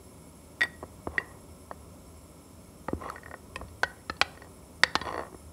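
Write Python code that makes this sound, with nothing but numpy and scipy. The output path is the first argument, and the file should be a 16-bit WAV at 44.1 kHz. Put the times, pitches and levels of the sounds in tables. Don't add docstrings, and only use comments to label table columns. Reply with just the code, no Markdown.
import sys
import numpy as np
from scipy import signal
from scipy.fft import rfft, irfft, next_fast_len
from scipy.io import wavfile
from scipy.ndimage import uniform_filter1d, map_coordinates

SR = 44100
rng = np.random.default_rng(int(sys.argv[2]) if len(sys.argv) > 2 else 0)


def file_out(sig):
    cols = np.atleast_2d(sig).T
    lim = np.clip(cols, -1, 1)
    pcm = np.round(lim * 32767).astype(np.int16)
    wavfile.write(sys.argv[1], SR, pcm)


def convert_level_to_amplitude(level_db):
    exponent = np.asarray(level_db, float) / 20
    return 10 ** exponent


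N = 243828


def unit(x):
    return x / np.sqrt(np.mean(x ** 2) + 1e-20)


def along(points, hz):
    f, v = np.transpose(points)
    return np.interp(np.log(hz + 1), np.log(f + 1), v, left=v[0], right=v[-1])


def curves(rows, silent=None):
    s, *cols = np.transpose(rows)
    t = np.arange(N) / SR
    return [np.interp(t, s, c, left=silent, right=silent) for c in cols]


def wobble(rate):
    knots = rng.standard_normal(int(N * rate / SR) + 4)
    return map_coordinates(knots, [np.arange(N) * rate / SR])


def filtered(x, response):
    m = next_fast_len(N + SR // 2)
    return irfft(rfft(x, m) * response(np.fft.rfftfreq(m, 1 / SR)), m)[:N]


def noise(spectrum):
    low_end, high_end = (spectrum[0][0] / 2, -120), (spectrum[-1][0] * 3, -120)
    closed = [low_end] + list(spectrum) + [high_end]
    return unit(filtered(rng.standard_normal(N), lambda hz: convert_level_to_amplitude(along(closed, hz))))


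def resonances(peaks):
    def response(f):
        total = 0
        for k, (centre, width, db) in enumerate(peaks):
            peak = 1j * f * width / (centre * centre - f * f + 1j * f * width)
            total = total + (-1) ** k * convert_level_to_amplitude(db) * peak
        return total
    return response


def add(track, s, sound):
    track[round(s * SR):][:len(sound)] += sound


# (f/Hz, level/dB per Hz)
RUMBLE_COLOUR = [(25, -34), (40, -2), (55, 0.5), (70, 1.5), (81, 9), (92, -5), (110, 1), (130, -29)]
HUM_COLOUR = [(125, -7.5), (167, 1.5), (210, -5), (255, -3.5), (300, -3.5), (340, -12), (370, -4),
              (450, -11.5), (600, -8.5), (740, -18), (1030, -13.5), (1180, -20), (1330, -16.5), (1500, -28)]
HISS_COLOUR = [(1200, -55), (1600, 0), (2300, 0), (3200, 0), (4800, -3), (5300, 1.5), (6800, -1.5),
               (8200, -1), (9000, -0.5), (11500, -1), (13000, -3.5), (14400, -4.5), (15900, -5.5)]
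# (f/Hz, width/Hz, level/dB)
FAN_BANDS = [(2210, 153, -8), (5270, 28, -5.5), (5360, 40, -6), (6540, 32, -7.5), (7320, 130, -7),
             (7570, 180, -10), (8050, 205, -7), (8550, 320, -11), (9450, 120, -14), (10200, 160, -13.5),
             (11026, 93.7, 0), (12870, 140, -9.5)]
# (t/s, level/dB)
FAN_WHISTLE = [
    (0, -60.5),
    (3.9, -62),
    (4.2, -70),
    (4.9, -76),
    (5.1, -62),
    (5.53, -67),
]
# (t/s, half-length/s, swell/dB)
GLASS_ROCKS = [
    (3.604, 0.078, 8.5),
    (5.095, 0.1, 5.5),
]


def fan_band(peaks):
    response = resonances(peaks)
    return unit(filtered(rng.standard_normal(N), lambda f: np.abs(response(f)) ** 1.84))


def kitchen_noise():
    t = np.arange(N) / SR
    swell_db = sum(db * np.exp(-((t - s) / half) ** 2) for s, half, db in GLASS_ROCKS)
    rumble_db = -51 + swell_db
    hum_db = -52.5 + 0.45 * swell_db
    rumble = convert_level_to_amplitude(rumble_db + 1.2 * wobble(5)) * noise(RUMBLE_COLOUR)
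    hum = convert_level_to_amplitude(hum_db + 0.8 * wobble(7)) * noise(HUM_COLOUR)
    hiss = convert_level_to_amplitude(-63.5) * noise(HISS_COLOUR)

    upper_db, = curves(FAN_WHISTLE)
    lower_db = -67.5 + 2 * np.abs(t - 2.04)
    steady_bands = convert_level_to_amplitude(-67) * fan_band(FAN_BANDS[:8] + FAN_BANDS[11:])
    lower_bands = convert_level_to_amplitude(lower_db - 4) * fan_band(FAN_BANDS[8:10])
    upper_band = convert_level_to_amplitude(upper_db - 7.5) * fan_band(FAN_BANDS[10:11])
    flutter = convert_level_to_amplitude(1.1 * wobble(29.96))
    return rumble + hum + hiss + flutter * (steady_bands + lower_bands + upper_band)


# (f/Hz, t60/s)
KITCHEN_DECAY = [(200, 1), (2000, 0.37), (5000, 0.46), (12000, 0.2)]


def kitchen_echo(x):
    hz, t, z = signal.stft(rng.standard_normal(SR // 2), SR, nperseg=256)
    decay = convert_level_to_amplitude(-60 * t / along(KITCHEN_DECAY, hz)[:, None])
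    tail = signal.istft(z * decay, SR, nperseg=256)[1]
    late = np.pad(x, (200, 0))
    diffuse = signal.fftconvolve(late, tail / np.linalg.norm(tail))[:N]
    return convert_level_to_amplitude(-20) * filtered(diffuse, lambda f: 1 / (1 + 1j * f / 3000))


# (t/s of most pressure, rise/s, fall/s, peak level/dB, upper modes/dB)
SLIDES = [
    (1.17, 0.12, 0.21, -51, -10),
    (3.051, 0.076, 0.12, -43, -6.5),
    (3.9, 0.12, 0.27, -68, 8),
    (5.089, 0.15, 0.073, -44, -1.5),
    (5.201, 0.13, 0.11, -48, -12),
]
# (f/Hz, width/Hz, level/dB)
SCRAPED_GLASS = [(504, 140, 2), (790, 90, 1.5), (1055, 130, 6.5), (1370, 120, -14)]
PRESSED_WALL = [(1900, 120, -2), (2910, 59, -4.5), (3300, 246, -9), (4600, 140, -8), (5770, 160, -1)]


def drag():
    grit = rng.standard_normal(N) * convert_level_to_amplitude(3.5 * wobble(260) + 1.8 * wobble(60))
    grains = unit(filtered(grit, lambda hz: 1 / (1 + 1j * hz / 3000) ** 3))
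    lower, upper = np.zeros((2, N))
    for s, rise, fall, peak_db, upper_db in SLIDES:
        edge_db = peak_db - 21
        db, = curves([(s - rise, edge_db), (s, peak_db), (s + fall, edge_db)], silent=-120)
        lower += convert_level_to_amplitude(db + 10)
        upper += convert_level_to_amplitude(db + upper_db + 13)
    scrape = filtered(lower * grains, resonances(SCRAPED_GLASS))
    return scrape + filtered(upper * grains, resonances(PRESSED_WALL))


def strike(modes, part_db, life, soft=0.31, lag=0.):
    hz, db, t60 = np.transpose(modes)[..., None]
    t = np.clip(np.arange(SR // 4) / SR - lag / hz, 0, None)
    chance = rng.standard_normal((len(modes), 2))
    scatter_db, detune = 1.5 * chance[:, :1], 1 + 0.004 * chance[:, 1:]
    fade_db = -60 * t / (t60 * np.clip(life, 0.1, 3))
    size = convert_level_to_amplitude(db + part_db[:, None] + scatter_db + fade_db)
    rise = (1 - np.exp(-t * hz / soft)) ** 2
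    return (size * rise * np.sin(2 * np.pi * hz * detune * t)).sum(axis=0)


def burst(lo_hz, hi_hz, db, t60):
    t = np.arange(SR // 8) / SR
    puff = rfft(rng.standard_normal(len(t)) * convert_level_to_amplitude(-60 * t / t60))
    flat = puff / uniform_filter1d(np.abs(puff), size=40)
    even = irfft(flat, len(t)) * convert_level_to_amplitude(-30 * t / t60)
    band = signal.butter(3, [lo_hz, hi_hz], "bandpass", fs=SR, output="sos")
    sound = signal.sosfilt(band, even)
    return np.pad(convert_level_to_amplitude(db) * sound / np.abs(sound).max(), (0, SR // 4 - len(t)))


def push(hz, db):
    cycles = np.arange(SR // 50) / SR * hz
    return convert_level_to_amplitude(db) * np.sin(2 * np.pi * cycles) * cycles ** 2 * np.exp(-3 * cycles)


# (t/s, peak level/dB, counter/dB, bright/dB)
FLOOR_THUDS = [
    (0.827, -28, -2.5, -40),
    (0.835, -33.5, 4, -32),
    (1.07, -23, 6.5, -56),
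    (1.711, -26, -28, -27),
    (2.93, -28, 13, -46),
    (3.612, -30.5, -10, -34),
    (5.326, -44, 8, -29),
    (5.344, -39.5, 8, -28),
]
# (t/s, peak level/dB, rim ring/dB, bright/dB)
SURFACE_TICKS = [(3.036, -38.5, -10, -42), (3.087, -37, -6, -14), (3.158, -39, -2.5, -18),
                 (3.18, -44, -1, -22), (3.232, -46, -1.5, -18), (3.259, -44.5, 1, -21),
                 (3.281, -41, -13, -30), (3.311, -38.5, -4.5, -22), (3.339, -33.5, -6.5, -33),
                 (3.682, -57, -4, 3.5), (4.166, -54.5, -19, 4.5), (4.351, -48.5, -10, -11),
                 (4.373, -46.5, -2.5, -11), (4.419, -42, -4.5, -10), (4.444, -47, -11, -14),
                 (4.468, -44.5, -25, -23)]
# (t/s, peak level/dB)
RIB_KNOCKS = [(5.052, -31), (5.069, -28.5), (5.086, -33), (5.104, -36), (5.124, -29.5), (5.142, -26),
              (5.158, -28.5), (5.177, -24), (5.192, -25), (5.207, -28.5), (5.221, -36), (5.233, -33.5),
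              (5.249, -40), (5.266, -43), (5.285, -55)]


def wet_contacts():
    contacts = []
    for s, db, counter_db, bright_db in FLOOR_THUDS:
        contacts.append((s, db, counter_db, bright_db + 6.5, bright_db, 0.57))
    for s, db, ring_db, bright_db in SURFACE_TICKS:
        contacts.append((s, db, -10, ring_db, bright_db, 0.81))
    for s, db in RIB_KNOCKS:
        sunk_db = 67 * (s - RIB_KNOCKS[0][0])
        contacts.append((s, db, -11, -15, -13 - sunk_db, 0.75))
    return sorted(contacts)


# (f/Hz, level/dB, t60/s)
WET_MODES = [(73.2, -12, 0.18), (242, -13, 0.018), (285, 6, 0.021), (516, -1, 0.076), (590, 4, 0.012),
             (743, 9.5, 0.023), (903, 10, 0.013), (1073, 9.5, 0.019), (1250, -2, 0.005), (1476, -2, 0.045),
             (1730, -10, 0.0157), (1833, -1, 0.042), (1884, -3.5, 0.079), (2760, -4, 0.035),
             (3440, -5, .03), (3670, -17, .025), (4470, 0, 0.042), (5394, -5, 0.014), (5870, -8.5, .03)]
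WET_PART_BORDERS = (400, 1400, 2100)


def knocks():
    track = np.zeros(N + SR)
    part = np.digitize(np.transpose(WET_MODES)[0], WET_PART_BORDERS)
    for s, db, counter_db, ring_db, bright_db, life in wet_contacts():
        parts = db + np.array([counter_db + 5, -6, ring_db + 4, bright_db])
        ring = strike(WET_MODES, parts[part], life, soft=0.34, lag=0.33)
        slap = burst(250, 1500, db - 9, 0.06 * life)
        click = burst(2300, 6500, parts[-1] - 5, 0.012)
        add(track, s + 0.00104, ring + slap + click)
        add(track, s + 0.00098, push(742, db + 23))
    return track[:N]


# (t/s, peak level/dB, upper modes/dB, top modes/dB, thud/dB)
RIM_CLINKS = [
    (0.6083, -20.5, -10.5, -19.5, -16.5),
    (0.6161, -15, -12.5, -27, -18.5),
    (0.6333, -21.5, -4, -14.5, -12),
    (0.6507, -47.5, -4, -16.5, 9),
]
# (f/Hz, level/dB, t60/s)
RIM_MODES = [(2070, 1.5, 0.021), (1917, 0.5, 0.21), (2200, -1, 0.027), (2780, -21, .03), (3110, -11, 0.024),
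             (3556, 2, 0.032), (4640, -8.5, 0.072), (5350, -6, 0.017), (6150, -31, 0.013),
             (8350, -3.5, 0.062), (8960, -5, 0.016), (12900, -14.5, 0.063)]


def clinks():
    track = np.zeros(N + SR)
    part = np.digitize(np.transpose(RIM_MODES)[0], (2100, 7000))
    stops = [row[0] for row in RIM_CLINKS[1:]] + [np.inf]
    for (s, db, upper_db, top_db, thud_db), stop in zip(RIM_CLINKS, stops):
        parts = db + np.array([-3, upper_db, top_db + 0.5])
        life = 0.97 if stop < np.inf else 2.9
        ring = strike(RIM_MODES, parts[part], life)
        after = np.clip(np.arange(len(ring)) / SR + s - stop, 0, None)
        choked = ring * convert_level_to_amplitude(-60 * after / 0.014)
        thud = burst(120, 1660, db + thud_db + 8, 0.065)
        tick = burst(1980, 6500, db + upper_db - 6, 0.012)
        add(track, s, choked + thud + tick)
    return track[:N]


# (t/s, peak level/dB, counter/dB, clatter/dB, crack/dB)
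HARD_BLOWS = [
    (1.18, -5, -46, -24, -48),
    (2.883, -22, -15.5, -14, -41),
    (3.099, -23.5, -27, -11, -22),
    (3.558, -23, -29.5, -0.5, -37),
    (3.832, -11, -34, -0.2, -28),
    (4.096, -17.5, -21.5, -3.5, -44),
    (4.213, -8.5, -29.5, 7.5, -25),
    (4.834, -2, -35.5, -0.8, -32.5),
    (4.953, -9, -26.5, 3, -34),
    (5.013, -22, -21.5, -4, -39),
]
# (f/Hz, level/dB, t60/s)
EARLY_SPOTS = [
    [(410, -8, 0.05), (1140, -32, 0.15), (1910, 1, 0.061), (1943, -28.5, 0.29), (2770, -23, 0.13),
     (3380, -21.5, 0.047), (4630, -29.5, 0.12), (5950, -30, 0.017)],
    [(537, 2.5, 0.048), (893, 10.5, 0.016), (1206, 6.5, 0.021), (1876, -2.5, 0.028), (3200, -37, .03),
     (4440, -22, 0.027)],
    [(804, -22, 0.026), (1260, 10.5, 0.017), (1880, -24, .03), (4450, -8.5, 0.01)],
    [(528, -5.5, 0.047), (1040, 1.5, 0.043), (1850, -2.5, 0.039), (2570, 3, 0.014), (3080, -3, 0.015),
     (5050, -6.5, 0.012), (8300, -11.5, 0.026), (9100, -18, .04)],
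]
MIDDLE_SPOTS = [
    [(556, -13.5, 0.11), (820, 4.5, 0.019), (994, 2.5, 0.031), (1330, -2, 0.027), (1500, 6, 0.049),
     (1900, -11, 0.24), (2660, -22, 0.034), (3490, -5, 0.025), (4390, -4, 0.02), (5600, -31, 0.026)],
    [(530, -4.5, 0.048), (910, -7.5, 0.036), (1307, 4, 0.035), (1760, 0, 0.038), (2590, -12, 0.033),
     (3050, -22.5, .03), (4170, 1.5, 0.017), (4660, -17.5, 0.0285), (5030, -13, 0.028)],
    [(817, -10, 0.11), (1107, 0, 0.031), (1302, 3.5, 0.031), (1446, -3, 0.059), (1990, -8.5, 0.048),
     (2400, 10, 0.011), (2610, -24, 0.012), (3250, -5, 0.055), (4060, -1, 0.024), (4560, 2.5, 0.013),
     (7900, -18.5, 0.044), (7750, -30, 0.061)],
]
LATE_SPOTS = [
    [(509, -20, 0.18), (1010, 0, 0.038), (1540, -6, 0.055), (1876, 8, 0.026), (1880, -20, 0.23),
     (2490, -33, 0.014), (3120, -16, 0.015), (3730, -0.5, 0.019), (4590, 1, 0.035), (5220, -3.5, 0.025),
     (6040, -12, 0.022), (7780, -9.5, 0.022)],
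    [(507, -33, 0.043), (880, -10, 0.099), (1095, 6, 0.026), (1287, 1.5, 0.029), (1400, -7.5, 0.045),
     (1810, -15.5, 0.18), (2400, -31, .05), (3470, -5, 0.036), (4170, 2.5, 0.019), (4770, -3, 0.014),
     (5600, -20, 0.025), (7700, -33, 0.033)],
    [(520, -4, 0.026), (1037, 2.5, 0.045), (1470, -9, 0.038), (1850, -0.5, 0.036), (3380, -7, 0.044),
     (3910, -2, 0.018), (4600, -10, 0.055)],
]


def blows():
    track = np.zeros(N + SR)
    counter = WET_MODES[:3]
    spots = EARLY_SPOTS + MIDDLE_SPOTS + LATE_SPOTS
    for (s, db, counter_db, clatter_db, crack_db), spot in zip(HARD_BLOWS, spots):
        modes = [(hz, level, min(t60, 0.35)) for hz, level, t60 in spot]
        life = 0.34 - 0.03 * db
        ring = strike(modes, np.full(len(modes), db - 6.0), life)
        thud = strike(counter, np.full(len(counter), db + counter_db + 19.5), 0.63)
        clatter = burst(300, 4500, db + clatter_db - 9, 0.048)
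        crack = burst(4100, 12400, db + crack_db + 12, 0.0059)
        add(track, s + 0.001, ring + thud + clatter + crack)
        add(track, s, push(389, db + 1.5))
    return track[:N]


def scene():
    glass = knocks() + blows() + clinks() + drag()
    background = filtered(kitchen_noise(), lambda hz: hz < 15750)
    return (glass + kitchen_echo(glass) + background)[None]


def roll_off(x):
    return signal.sosfilt(signal.butter(12, 16690, fs=SR, output="sos"), x)


def record(dry):
    ceiling = 0.95
    held = dry[0] / (1 + np.abs(dry[0] / ceiling) ** 8) ** (1 / 8)
    heard = filtered(held, lambda hz: (hz < 16500) * (1j * hz / (45 + 1j * hz)) ** 2)
    return roll_off(heard[None])


dry = scene()
out = record(dry)
file_out(out)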